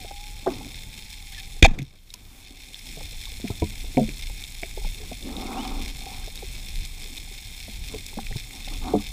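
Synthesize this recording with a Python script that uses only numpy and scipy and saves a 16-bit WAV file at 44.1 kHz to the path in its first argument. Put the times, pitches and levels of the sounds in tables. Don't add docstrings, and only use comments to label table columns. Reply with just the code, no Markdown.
import sys
import numpy as np
from scipy import signal
from scipy.fft import rfft, irfft
from scipy.io import wavfile
from scipy.ndimage import uniform_filter1d

SR = 44100
rng = np.random.default_rng(int(sys.argv[2]) if len(sys.argv) > 2 else 0)


def generate_wav(sig):
    pcm = np.round(np.clip(np.atleast_2d(sig).T, -1, 1) * 32767).astype(np.int16)
    wavfile.write(sys.argv[1], SR, pcm)


def invert_db(level):
    return 10 ** (np.asarray(level, dtype=float) / 20)


N = 402191
TIME = np.arange(N) / SR
SLOW = TIME[::64]


def unit(x):
    return x / np.sqrt(np.mean(x ** 2))


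def noise():
    return rng.standard_normal(N)


def band(x, hz, width):
    return signal.lfilter(*signal.iirpeak(hz, hz / width, fs=SR), x)


def steep(x, peaks):
    out = 0
    for k, (hz, width, db) in enumerate(peaks):
        once = band(x, hz, 1.44 * width)
        out = out + (-1) ** k * invert_db(db) * band(once, hz, 1.44 * width)
    return out


def low_pass(x, hz):
    return signal.sosfilt(signal.butter(6, hz, fs=SR, output="sos"), x)


def colour(x, points):
    hz, db = np.transpose(points)
    bins = np.maximum(np.fft.rfftfreq(N, 1 / SR), 1)
    return irfft(rfft(x) * invert_db(np.interp(np.log(bins), np.log(hz), db)), N)


def walk(rate):
    k = int(SR / rate)
    steps = np.repeat(rng.standard_normal(N // k + 1), k)
    return unit(uniform_filter1d(uniform_filter1d(steps, k), k)[:N])


def clicks(rate, spread_db, most=8.1):
    u = rng.random((3, N))
    size_db = spread_db * np.minimum(-np.log(1 - u[2]), most)
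    return (u[0] < rate / SR) * np.sign(u[1] - .5) * invert_db(size_db)


def add(out, s, x):
    i = int(s * SR)
    out[i:i + len(x)] += x[:N - i]


def fade(since_s, fade_s):
    return np.exp(-np.maximum(since_s, 0) / fade_s)


def gain_db():
    before_db, duck_db, duck_at_s, fall_s = -2, -17, 1.596, 0.035
    duck_ends_s, climb_db_per_s = 2.004, 19
    fall = before_db + (duck_db - before_db) * (1 - fade(TIME - duck_at_s, fall_s))
    return np.minimum(fall + climb_db_per_s * np.maximum(TIME - duck_ends_s, 0), 0)


def crackle(rate):
    snap = clicks(rate, spread_db=8.0, most=2.8)
    tail = signal.lfilter([1], [1, -np.exp(-1 / (0.0016 * SR))], np.abs(snap))
    return unit(snap + 0.088 * tail * noise())


# pitch_hz, width_hz, level_db
CASE_WALLS = [(800, 260, -17), (1750, 315, -11.5), (2150, 218, -2.5), (2475, 362, -0.5), (3214, 215, -6),
              (3584, 223, 3.5), (4206, 350, -3.5), (5294, 650, -3.5), (6940, 1040, -9), (8165, 620, -7.5),
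              (9970, 1300, -9.5), (12030, 1400, -19), (14500, 2160, -13.5)]
# pitch_hz, level_db
WATER_HISS = [(300, -3), (1400, -30.5), (2000, 20.5), (4000, 0.5), (9000, -13), (15800, -12.5)]


def reef(drag):
    level_db, treble_db, treble_duck_share, drag_db = -43, -5, 0.12, -17
    gain = gain_db()
    flurry = invert_db(2.0 * walk(20))
    both, dull, bright = (crackle(rate) for rate in (700, 600, 1200))
    far = .5 * noise() * invert_db(0.18 * walk(27))
    low_snaps = flurry * (0.6 * both + .5 * dull)
    low = unit(steep(low_snaps + far, CASE_WALLS[:8])) + invert_db(-20.5) * unit(colour(far, WATER_HISS))
    high_snaps = flurry ** 0.43 * (0.47 * both + 0.56 * bright)
    high = unit(steep(high_snaps + far, CASE_WALLS[8:]))
    treble = invert_db(treble_db + treble_duck_share * gain) * high
    return invert_db(level_db + gain) * (low + treble) + invert_db(drag_db) * drag * low


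# start_s, level_db
CASE_JOLTS = [(.128, -46), (.356, -41), (.49, -57), (.876, -47), (1.554, -36), (1.76, -40), (3.049, -39.5),
              (3.19, -41), (3.361, -36), (3.69, -42), (3.85, -32.5), (4.06, -33), (4.3, -32.5),
              (4.869, -27), (5.02, -55), (5.35, -32), (5.5, -52), (5.8, -25), (5.97, -38), (6.23, -36.5),
              (6.5, -35.5), (6.8, -26), (7.01, -41.5), (7.45, -48), (7.83, -30.5), (8.3, -32.5), (8.6, -52),
              (8.83, -27.5), (9.1, -33)]
# start_s, half_length_s, level_db
EDDY_WAKES = [(.0, 0.07, -57), (0.59, .15, -48.5), (1.762, 0.078, -40), (3.03, 0.05, -56),
              (3.541, 0.11, -54), (4.02, 0.22, -51), (4.65, 0.07, -77.5), (5.2, 0.28, -57),
              (5.8, 0.43, -56), (7.94, 0.061, -46.5), (8.803, 0.25, -57)]


def surge():
    sway_db, rumble_db, duck_share = -40, -49.5, 0.61
    rise_db_per_s, fall_db_per_s = 129, 191
    sink_db = -5.5 * np.exp(-((TIME - 2.75) / .25) ** 2)
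    duck_db = duck_share * gain_db() + sink_db
    jolts, wakes = 0, 0
    for s, db in CASE_JOLTS:
        drop_db = np.where(SLOW < s, rise_db_per_s * (s - SLOW), fall_db_per_s * (SLOW - s))
        jolts = jolts + invert_db(db - drop_db)
    for s, half, db in EDDY_WAKES:
        wakes = wakes + invert_db(db) * np.exp(-((SLOW - s) / half) ** 2)
    swing = invert_db(sway_db + duck_db) + np.interp(TIME, SLOW, jolts)
    flow = invert_db(rumble_db + duck_db + 1.4 * walk(6.8)) + np.interp(TIME, SLOW, wakes)
    sway = unit(band(band(noise(), 28.6, 19), 24.5, 30))
    throb = unit(sway / (np.sqrt(uniform_filter1d(sway ** 2, SR // 25) + 1e-3) + 1.6))
    rumble = unit(band(band(noise(), 70, 46.0), 97.0, 150) * invert_db(1.47 * walk(25)))
    eddies = unit(band(noise(), 183, 130) * invert_db(2.5 * walk(25)))
    return throb * swing + flow * (rumble + invert_db(-7.5) * eddies)


# start_s, length_s, low_ring_db, high_ring_db
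RUB_STROKES = [(-.1, 0.16, -50, -72), (0.468, 0.086, -37, -43), (0.502, .2, -43, -52),
               (1.656, 0.078, -52.5, -46.5), (2.1, 0.7, -59, -67.5), (2.805, 0.28, -55, -77),
               (3.409, 1, -58, -88), (4.9, 0.18, -58, -83), (5.202, 0.32, -40.5, -77),
               (5.213, 0.72, -36.5, -38), (5.797, 0.34, -56, -75), (5.986, 0.33, -53, -53.5),
               (7.007, 0.25, -53, -80), (7.795, 0.24, -65, -68), (8.46, 0.21, -53, -60),
               (8.659, 0.13, -45.5, -51.5), (8.805, 0.14, -40, -38), (8.866, 0.17, -48, -48.5),
               (9.0, 0.18, -66, -65)]


def sliding():
    low_by_speed, high_by_speed = 0.59, 1.3
    creep_low_db, creep_high_db = -72.5, -65
    duck_db, low, high = 0.64 * gain_db(), 0, 0
    for s, length, low_db, high_db in RUB_STROKES:
        arch = np.abs(np.sin(np.pi * np.clip((SLOW - s) / length, 0, 1)))
        speed = arch * (SLOW < s + length)
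        low = low + invert_db(low_db) * speed ** low_by_speed
        high = high + invert_db(high_db) * speed ** high_by_speed
    creep_low = invert_db(creep_low_db + duck_db + 1.5 * walk(4))
    creep_high = invert_db(creep_high_db + duck_db + 1.5 * walk(1.6))
    return np.interp(TIME, SLOW, low) + creep_low, np.interp(TIME, SLOW, high) + creep_high


# pitch_hz, width_hz, level_db
RUBBED_LOW = [(205, 60, -9), (268, 50, 0), (385, 100, -13), (560, 200, -20)]
# pitch_hz, width_hz, level_db
RUBBED_HIGH = [(770, 70, 0), (900, 90, -11), (1130, 280, -12)]


def slip_grains():
    return unit(clicks(700, spread_db=2.0)) * invert_db(2.6 * walk(50)) + .7 * noise()


def rub(low, high):
    slow, fast = slip_grains(), slip_grains()
    low_rub = unit(steep(slow, RUBBED_LOW)) * low
    return low_rub + unit(steep(fast + 0.19 * slow, RUBBED_HIGH)) * high


def taut_bands():
    hz = 840 * (1 + .035 * walk(5) + .02 * walk(60))
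    hum = np.sin(2 * np.pi * np.cumsum(hz) / SR)
    return hum * invert_db(-60 + 4.5 * walk(7)) * (TIME < 1.6)


# start_s, pitch_hz, peak_db, t60_s
BLOW_RINGS = [(.461, 800, -19.5, 0.096), (.462, 435, -26, .06), (.474, 668, -14, 0.048),
              (.473, 368, -16, 0.052), (.482, 292, -23, 0.053), (.49, 256, -26.5, 0.24),
              (.497, 800, -39, .1), (1.68, 95, -26, .15), (1.6245, 302, -1, 0.035), (1.625, 470, -8, .04),
              (1.675, 800, -44, 0.13), (1.672, 233.7, -19.5, 0.068), (1.712, 190, -18.5, 0.044),
              (1.7955, 135, -23, .14), (1.8172, 133, -25, .1), (1.6243, 190, -8, .07),
              (1.776, 100, -30, .1), (1.79, 270, -29, .06), (1.82, 285, -32.5, 0.062),
              (3.441, 252, -23, 0.054), (3.447, 700, -35, 0.066), (3.6185, 81.5, -13.5, .13),
              (3.625, 150, -22, 0.11), (3.62, 319, -15, 0.08), (3.62, 423, -17, .07), (3.62, 715, -26, .06),
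              (3.62, 960, -23, .07), (3.97, 255, -8, 0.11), (3.969, 139.4, -21, 0.35),
              (3.972, 386, -17, 0.09), (3.995, 401, -26, 0.11), (3.973, 530, -16.5, 0.11),
              (3.974, 723, -14, 0.092), (3.971, 905, -25, .07), (3.99, 640, -21, 0.095),
              (4.013, 218.4, -14.5, .14), (4.015, 515, -26, .1), (8.936, 433, -9, 0.091),
              (8.936, 717, -12.5, 0.077), (8.937, 293, -15, 0.16), (8.945, 205, -12.5, 0.17),
              (8.94, 95.5, -24, 0.24), (8.358, 150, -22.5, 0.045), (8.936, 549, -18, 0.074),
              (8.937, 870, -27, .05), (8.95, 402, -21, 0.065), (8.964, 420, -23.5, 0.087),
              (8.977, 226, -23, .08)]
# start_s, pitch_hz, peak_db, t60_s
LIGHT_TAP_RINGS = [(.044, 403, -37, .04), (.055, 730, -37.5, 0.034), (.11, 800, -25.5, 0.037),
                   (.61, 834, -32.5, 0.047), (2.857, 850, -42.5, .05), (2.897, 270, -39, .05),
                   (2.972, 430, -33, 0.058), (2.985, 674, -34, 0.041), (3.012, 500, -33, 0.046),
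                   (3.124, 500, -45, 0.03), (3.268, 900, -41, 0.052), (3.505, 395, -30, .05),
                   (3.508, 695, -36, 0.056), (3.508, 1290, -41, .04), (4.628, 305, -26, .04),
                   (4.632, 664, -25, 0.047), (4.647, 390, -36, 0.047), (4.772, 433, -29, .08),
                   (4.78, 400, -28, 0.035), (4.779, 814, -34, .05), (4.817, 775, -37, .04),
                   (4.845, 850, -38, .04), (4.866, 600, -37, 0.033), (4.976, 420, -43, .09),
                   (5.0, 445, -40, .07), (5.014, 424, -37, 0.092), (5.033, 750, -40, .04),
                   (5.114, 280, -29, .04), (5.118, 715, -30.5, 0.042), (6.065, 780, -30.5, 0.057),
                   (6.09, 760, -37, .06), (6.115, 800, -35, 0.05), (6.14, 754, -38, 0.05),
                   (6.19, 750, -47, .08), (8.71, 300, -38, .1), (8.925, 1200, -41, 0.036),
                   (8.995, 1100, -39, .04),
                   (1.565, 420, -42, .04), (1.565, 720, -44, .04), (2.14, 990, -44, .06),
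               (3.268, 1100, -44, .06), (3.32, 450, -43, .05), (3.842, 290, -35, .08), (3.9, 270, -39, .06),
               (3.945, 330, -37, .06), (3.945, 720, -41, .05), (5.985, 770, -41, .05),
               (6.015, 760, -43, .05), (6.038, 790, -37, .06), (6.235, 1600, -44, .04),
               (7.051, 400, -42, .05), (7.104, 215, -36, .1), (7.274, 780, -43, .05),
               (7.312, 385, -39, .06), (7.314, 760, -45, .04), (8.186, 786, -28, .05), (8.19, 215, -31, .2),
               (8.31, 400, -37, .06), (8.358, 420, -33, .05), (8.83, 1150, -38, .05)]
# start_s, pitch_hz, peak_db, t60_s
SHAFT_RINGS = [(1.6475, 673, -11, .3), (1.6475, 781, -8, .3), (1.6465, 870, -17, .15),
               (1.6445, 2400, -17, .12), (1.6445, 2331, -12.5, .2), (1.6445, 2492, -10.5, 0.22),
               (1.6445, 3190, -20, 0.089), (1.635, 3575, -18, .15), (1.649, 3610, -12, 0.087),
               (1.65, 4390, -17, 0.076), (1.647, 485, -18, 0.11)]


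def ring_out(rows):
    attack_s, sag, sag_s = 0.0015, 0.032, .015
    out, t = np.zeros(N), np.arange(SR // 3) / SR
    for s, hz, db, t60 in rows:
        turns = hz * (t + sag * (hz < 500) * sag_s * (1 - np.exp(-t / sag_s)))
        strength = invert_db(db - 60 * t / t60) * (1 - np.exp(-t / attack_s))
        add(out, s, -strength * np.sin(2 * np.pi * turns))
    return out


def rings():
    heavy = low_pass(ring_out(BLOW_RINGS), 1000)
    light = ring_out(LIGHT_TAP_RINGS)
    railed = ring_out(SHAFT_RINGS) * fade(TIME - 1.6605, 0.0025)
    return (heavy + light + railed) * invert_db(2 * walk(70))


# start_s, peak_db, low_ring_hz, upper_rings_db, t60_s
HEAVY_BLOWS = [(1.625, -22, 110, -10, 0.1), (1.627, -20.5, 258, -6, 0.056), (1.647, -16.5, 325, 1.5, 0.068),
               (1.735, -39, 195, -4, 0.07), (1.78, -35, 135, -23, 0.12), (1.79, -41, 256, -25, 0.07),
               (.463, -26, 392, 5.5, 0.065), (.468, -25, 400, 9, 0.049), (.476, -20.5, 351, 3.5, 0.053),
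               (3.44, -26.5, 195, -18, 0.11), (3.502, -21, 94.5, -9.5, 0.045), (3.635, -24, 212, -15, 0.16),
               (3.621, -24, 86, -4, 0.091), (3.972, -18, 220.4, -4, 0.17), (4.035, -35, 191, -13, 0.1),
               (4.083, -32.5, 294, -23, 0.082), (8.357, -25, 125, -24, 0.045), (8.938, -19, 217, -9, 0.086),
               (8.95, -17.5, 300, -4.5, 0.08)]
# start_s, peak_db, low_ring_hz, upper_rings_db
LIGHT_KNOCKS = [(0.045, -39, 390, 6), (.111, -47, 455, 14), (.607, -35, 188, -32), (0.662, -38, 280, -21),
                (2.142, -54, 414, 4.5), (2.869, -47, 176, -4.5), (2.97, -36, 144, -3),
                (3.007, -37.5, 129, 3), (3.287, -55, 305, 6), (3.399, -37, 250, -15),
                (3.841, -41.5, 298, -3), (4.629, -27, 368, -4), (4.775, -30, 400, -10),
                (4.845, -37, 145, 4), (4.979, -46, 136, -8.5), (5.115, -31, 240, -4.5),
                (6.063, -40, 380, -3), (8.129, -42, 398, -1), (4.298, -41, 306, -1.5),
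                (6.277, -35.5, 410, -9), (6.424, -34.5, 400, -18), (7.681, -37.5, 208, -0.5),
                (7.94, -29, 410, -27), (7.958, -32, 370, -21), (8.172, -24.5, 226.8, -24),
                (8.186, -34.5, 425, 6.5), (8.307, -34.5, 127, -2), (8.675, -42, 153, 8)]
# multiple_of_low_ring, level_db, share_of_t60
LOW_MODES = [(.35, -6, 0.44), (.63, -6.5, 0.71), (1.001, 2.5, 1.5), (1.2, -5, .7), (1.4, -3, 0.49),
             (1.75, -5.5, 0.52), (2, -3, 0.5), (2.5, -18, 0.53)]
# pitch_hz, level_db, share_of_t60
HIGH_MODES = [(514, 1, 0.26), (682, -7.5, 0.22), (642, -7, 1), (721, 3.5, 0.45), (737, -7.5, 0.74),
              (838, -5.5, 0.38), (1080, -21.5, 0.9), (1274, -4.5, 0.058), (1500, -11.5, 0.39)]


def struck(modes, push, r, t60, t):
    even_push = .8
    body = 0
    for k, (hz, db, share) in enumerate(modes):
        heard_hz = hz * (1 + 0.018 * r[-k])
        taken = np.abs(push @ np.exp(2j * np.pi * heard_hz * t[:3000])) ** even_push
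        tone = np.sin(2 * np.pi * hz * (1 + 0.035 * r[-k]) * t + 3 * r[-k - 20])
        body = body + invert_db(db) / taken * tone * invert_db(-60 * t / (share * np.clip(t60, .02, .3)))
    sound = signal.fftconvolve(body, push)
    return sound / np.abs(sound).max()


def knocks():
    cycles, least_t60_s, contact_s = 7.7, 0.029, .0024
    out, t = 1e-9 * noise(), np.arange(SR // 4) / SR
    light = [(*row, least_t60_s + cycles / row[2]) for row in LIGHT_KNOCKS]
    u = t[:3000] / contact_s
    for s, db, hz, upper_db, t60 in [*HEAVY_BLOWS, *light]:
        r = rng.standard_normal(3000)
        push = r * u * np.exp(-u)
        low = struck([(m * hz, d, q) for m, d, q in LOW_MODES], push, r, t60, t)
        high = struck(HIGH_MODES, push, r, t60, t)
        top_hz = 930 * invert_db(np.clip(upper_db + 4, 0, 6) * .8)
        add(out, s - .002, invert_db(db) * low_pass(1.39 * low + invert_db(upper_db) * high, top_hz))
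    return out


def snaps(rows):
    tones, edges, t = 1e-9 * noise(), 1e-9 * noise(), np.arange(600) / SR
    for s, db, hz, edge_db in rows:
        grit = rng.standard_normal(600)
        ring = np.sin(2 * np.pi * hz * t) * np.exp(-t / 0.0016)
        add(tones, s, invert_db(db - 6.5) * (ring + 0.088 * grit * np.exp(-t / 0.0004)))
        add(edges, s, invert_db(edge_db + 1.5) * grit * np.exp(-t / 0.0024))
    tones = signal.sosfilt(signal.butter(3, 1800, "high", fs=SR, output="sos"), tones)
    return tones + band(band(edges, 5900, 5000), 5300, 7400) + invert_db(-9) * band(edges, 11500, 7000)


# start_s, peak_db, pitch_hz
NEAR_SNAPS = [(0.1131, -36, 3720), (0.2019, -27, 3590), (0.4628, -23.5, 3500), (0.5227, -33, 3700),
              (1.3473, -21, 3500), (2.7443, -16, 3510), (2.7916, -23.5, 5100), (3.255, -15, 3640),
              (3.4775, -14.5, 2360), (3.554, -23, 3590), (3.6215, -18, 2280), (3.9718, -10, 2280),
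              (4.424, -20, 2340), (4.633, -8.5, 2250), (5.2267, -20, 3600), (5.367, -19, 3780),
              (5.5295, -19, 2200), (5.9595, -36, 3530), (6.3758, -18.5, 3740), (6.4369, -34, 2290),
              (6.7576, -17.5, 3640), (7.1784, -16.5, 3640), (8.326, -17, 1930), (8.268, -14.5, 2420),
              (8.647, -18.5, 3650), (8.7365, -21, 3500), (8.883, -25, 3750),
              (4.4243, -25, 3610), (5.225, -27, 3670), (5.3667, -22, 3590), (7.1781, -32, 3610),
              (8.3444, -30, 3550), (8.3704, -29, 3700), (8.4053, -21, 3600), (8.5081, -22, 2180),
              (8.6048, -22, 2420), (8.6567, -25, 3580), (8.7056, -27, 2430), (8.7575, -23, 3470),
              (8.7874, -25, 3570), (8.9635, -31, 3680), (8.9895, -24, 3660)]


def near_shrimp():
    edge_db = -39
    return snaps([(*row, edge_db) for row in NEAR_SNAPS])


# start_s, pitch_hz, level_db
RUBBER_SQUEAKS = [
    [(1.33, 1500, -50), (1.35, 1955, -44), (1.362, 1920, -57), (1.372, 1850, -46), (1.385, 1750, -36),
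     (1.4, 1700, -60)],
    [(5.45, 2840, -46), (5.47, 2150, -43), (5.5, 2240, -60), (5.545, 2550, -41), (5.56, 2380, -62)],
    [(5.57, 2650, -45), (5.6, 3000, -44), (5.63, 3270, -45), (5.65, 3200, -44), (5.663, 2880, -46),
     (5.668, 2800, -60)],
    [(6.03, 754, -62), (6.07, 800, -55), (6.095, 790, -55), (6.12, 850, -49), (6.14, 984, -41),
     (6.155, 1000, -64)],
]


def squeaks():
    out, flutter_db, waver = np.zeros(N), 2.6 * walk(90), 1 + 0.013 * walk(150)
    for rows in RUBBER_SQUEAKS:
        s, hz, db = np.transpose(rows)
        on = slice(int(s[0] * SR), int(s[-1] * SR))
        glide = np.interp(TIME[on], s, hz) * waver[on]
        level = invert_db(np.interp(TIME[on], s, db) + flutter_db[on])
        out[on] += level * np.sin(2 * np.pi * np.cumsum(glide) / SR)
    return out


# start_s, length_s, level_db, fade_s
SHOT_IMPACTS = [(1.6239, 0.0036, -5, 0.0015), (1.6256, 0.0022, 1, 0.00096), (1.633, 0.0069, -13, 0.0033),
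                (1.642, 0.0073, -10, 0.0025), (1.645, 0.013, -11.5, 0.00148),
                (1.656, 0.0074, -16.5, 0.0014), (1.675, 0.0041, -32, 0.013), (1.708, .004, -43, 0.012),
                (1.734, 0.016, -45.5, .004), (1.784, 0.011, -37.5, 0.0057), (1.813, 0.011, -48, 0.0054)]
# pitch_hz, width_hz, level_db
GUN_RINGS = [(722, 21, -1.5), (1700, 43, -2), (2050, 47, 1.5), (2340, 70, 3), (2494, 78, 5),
             (3240, 27, -0.5), (3570, 76, 1.5), (4470, 82, -16.5), (5070, 52, -10.5), (5870, 73, -18.5),
             (6300, 220, -7), (6630, 630, -14.5)]


def shot():
    early = TIME[:2 * SR]
    strength = np.full(2 * SR, 1e-9)
    for s, length, db, fade_s in SHOT_IMPACTS:
        strength += (early > s) * invert_db(db) * fade(early - s - length, fade_s)
    grains = unit(clicks(6000, spread_db=8.0, most=2.83)) + 0.21 * noise()
    impacts = strength * grains[:2 * SR]
    rattle = invert_db(4.5) * steep(impacts, [(hz, 3.7 * width, db) for hz, width, db in GUN_RINGS])
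    boom = band(impacts * (early > 1.644), 760, 145)
    return np.pad(rattle + invert_db(-40) * impacts + boom, (0, N - 2 * SR))


def lurch():
    from_hz, to_hz, slows_s = 53.6, 16.9, .024
    t = np.maximum(TIME - 1.6302, 0)
    turns = to_hz * t + (from_hz - to_hz) * slows_s * (1 - np.exp(-t / slows_s))
    kick = .74 * fade(t - .016, .0015) * np.sin(2 * np.pi * 64 * t)
    swing = .37 * np.exp(-(t / .088) ** 2) * np.sin(2 * np.pi * turns)
    return -kick - swing


# start_s, peak_db, pitch_hz, edge_db
SPEAR_AND_LINE_TICKS = [(1.7514, -41, 2150, -57), (1.7883, -17.5, 2180, -30.5), (1.8044, -24, 2200, -51),
                        (1.8194, -30, 3570, -41), (1.8274, -36, 2390, -38), (2.1041, -24, 3790, -45),
                        (2.1395, -25.5, 2494, -22.5), (4.0913, -14.5, 2400, -31), (4.439, -17, 3590, -30),
                        (6.3561, -26, 3540, -25), (6.851, -20, 3600, -27), (8.0642, -21, 3680, -26),
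                        (1.6625, -20, 3600, -20),
    (4.712, -22, 2300, -38),
    (5.29, -27, 1750, -40),
]


def line_ticks():
    return snaps(SPEAR_AND_LINE_TICKS)


# start_s, level_db
AFTER_SHOT_HISS = [
    (1.7, -93),
    (2.0, -63.5),
    (2.4, -52),
    (2.47, -73),
]


def after_shot_hiss():
    s, db = np.transpose(AFTER_SHOT_HISS)
    return noise() * invert_db(np.interp(TIME, s, db))


def scene():
    low_rub, high_rub = sliding()
    water = reef(high_rub) + surge() + near_shrimp()
    rubber = rub(low_rub, high_rub) + taut_bands() + squeaks()
    blows = rings() + knocks() + shot() + lurch() + line_ticks()
    return (water + rubber + blows + after_shot_hiss())[None]


def top_cut(x):
    return signal.sosfilt(signal.butter(12, 16480, fs=SR, output="sos"), x)


def record(dry):
    dry = signal.sosfilt(signal.ellip(10, .3, 60, 15250, fs=SR, output="sos"), dry)
    mix = 0.93 * dry / (1 + np.abs(dry) ** 5) ** (1 / 5)
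    return top_cut(mix)


dry = scene()
out = record(dry)
generate_wav(out)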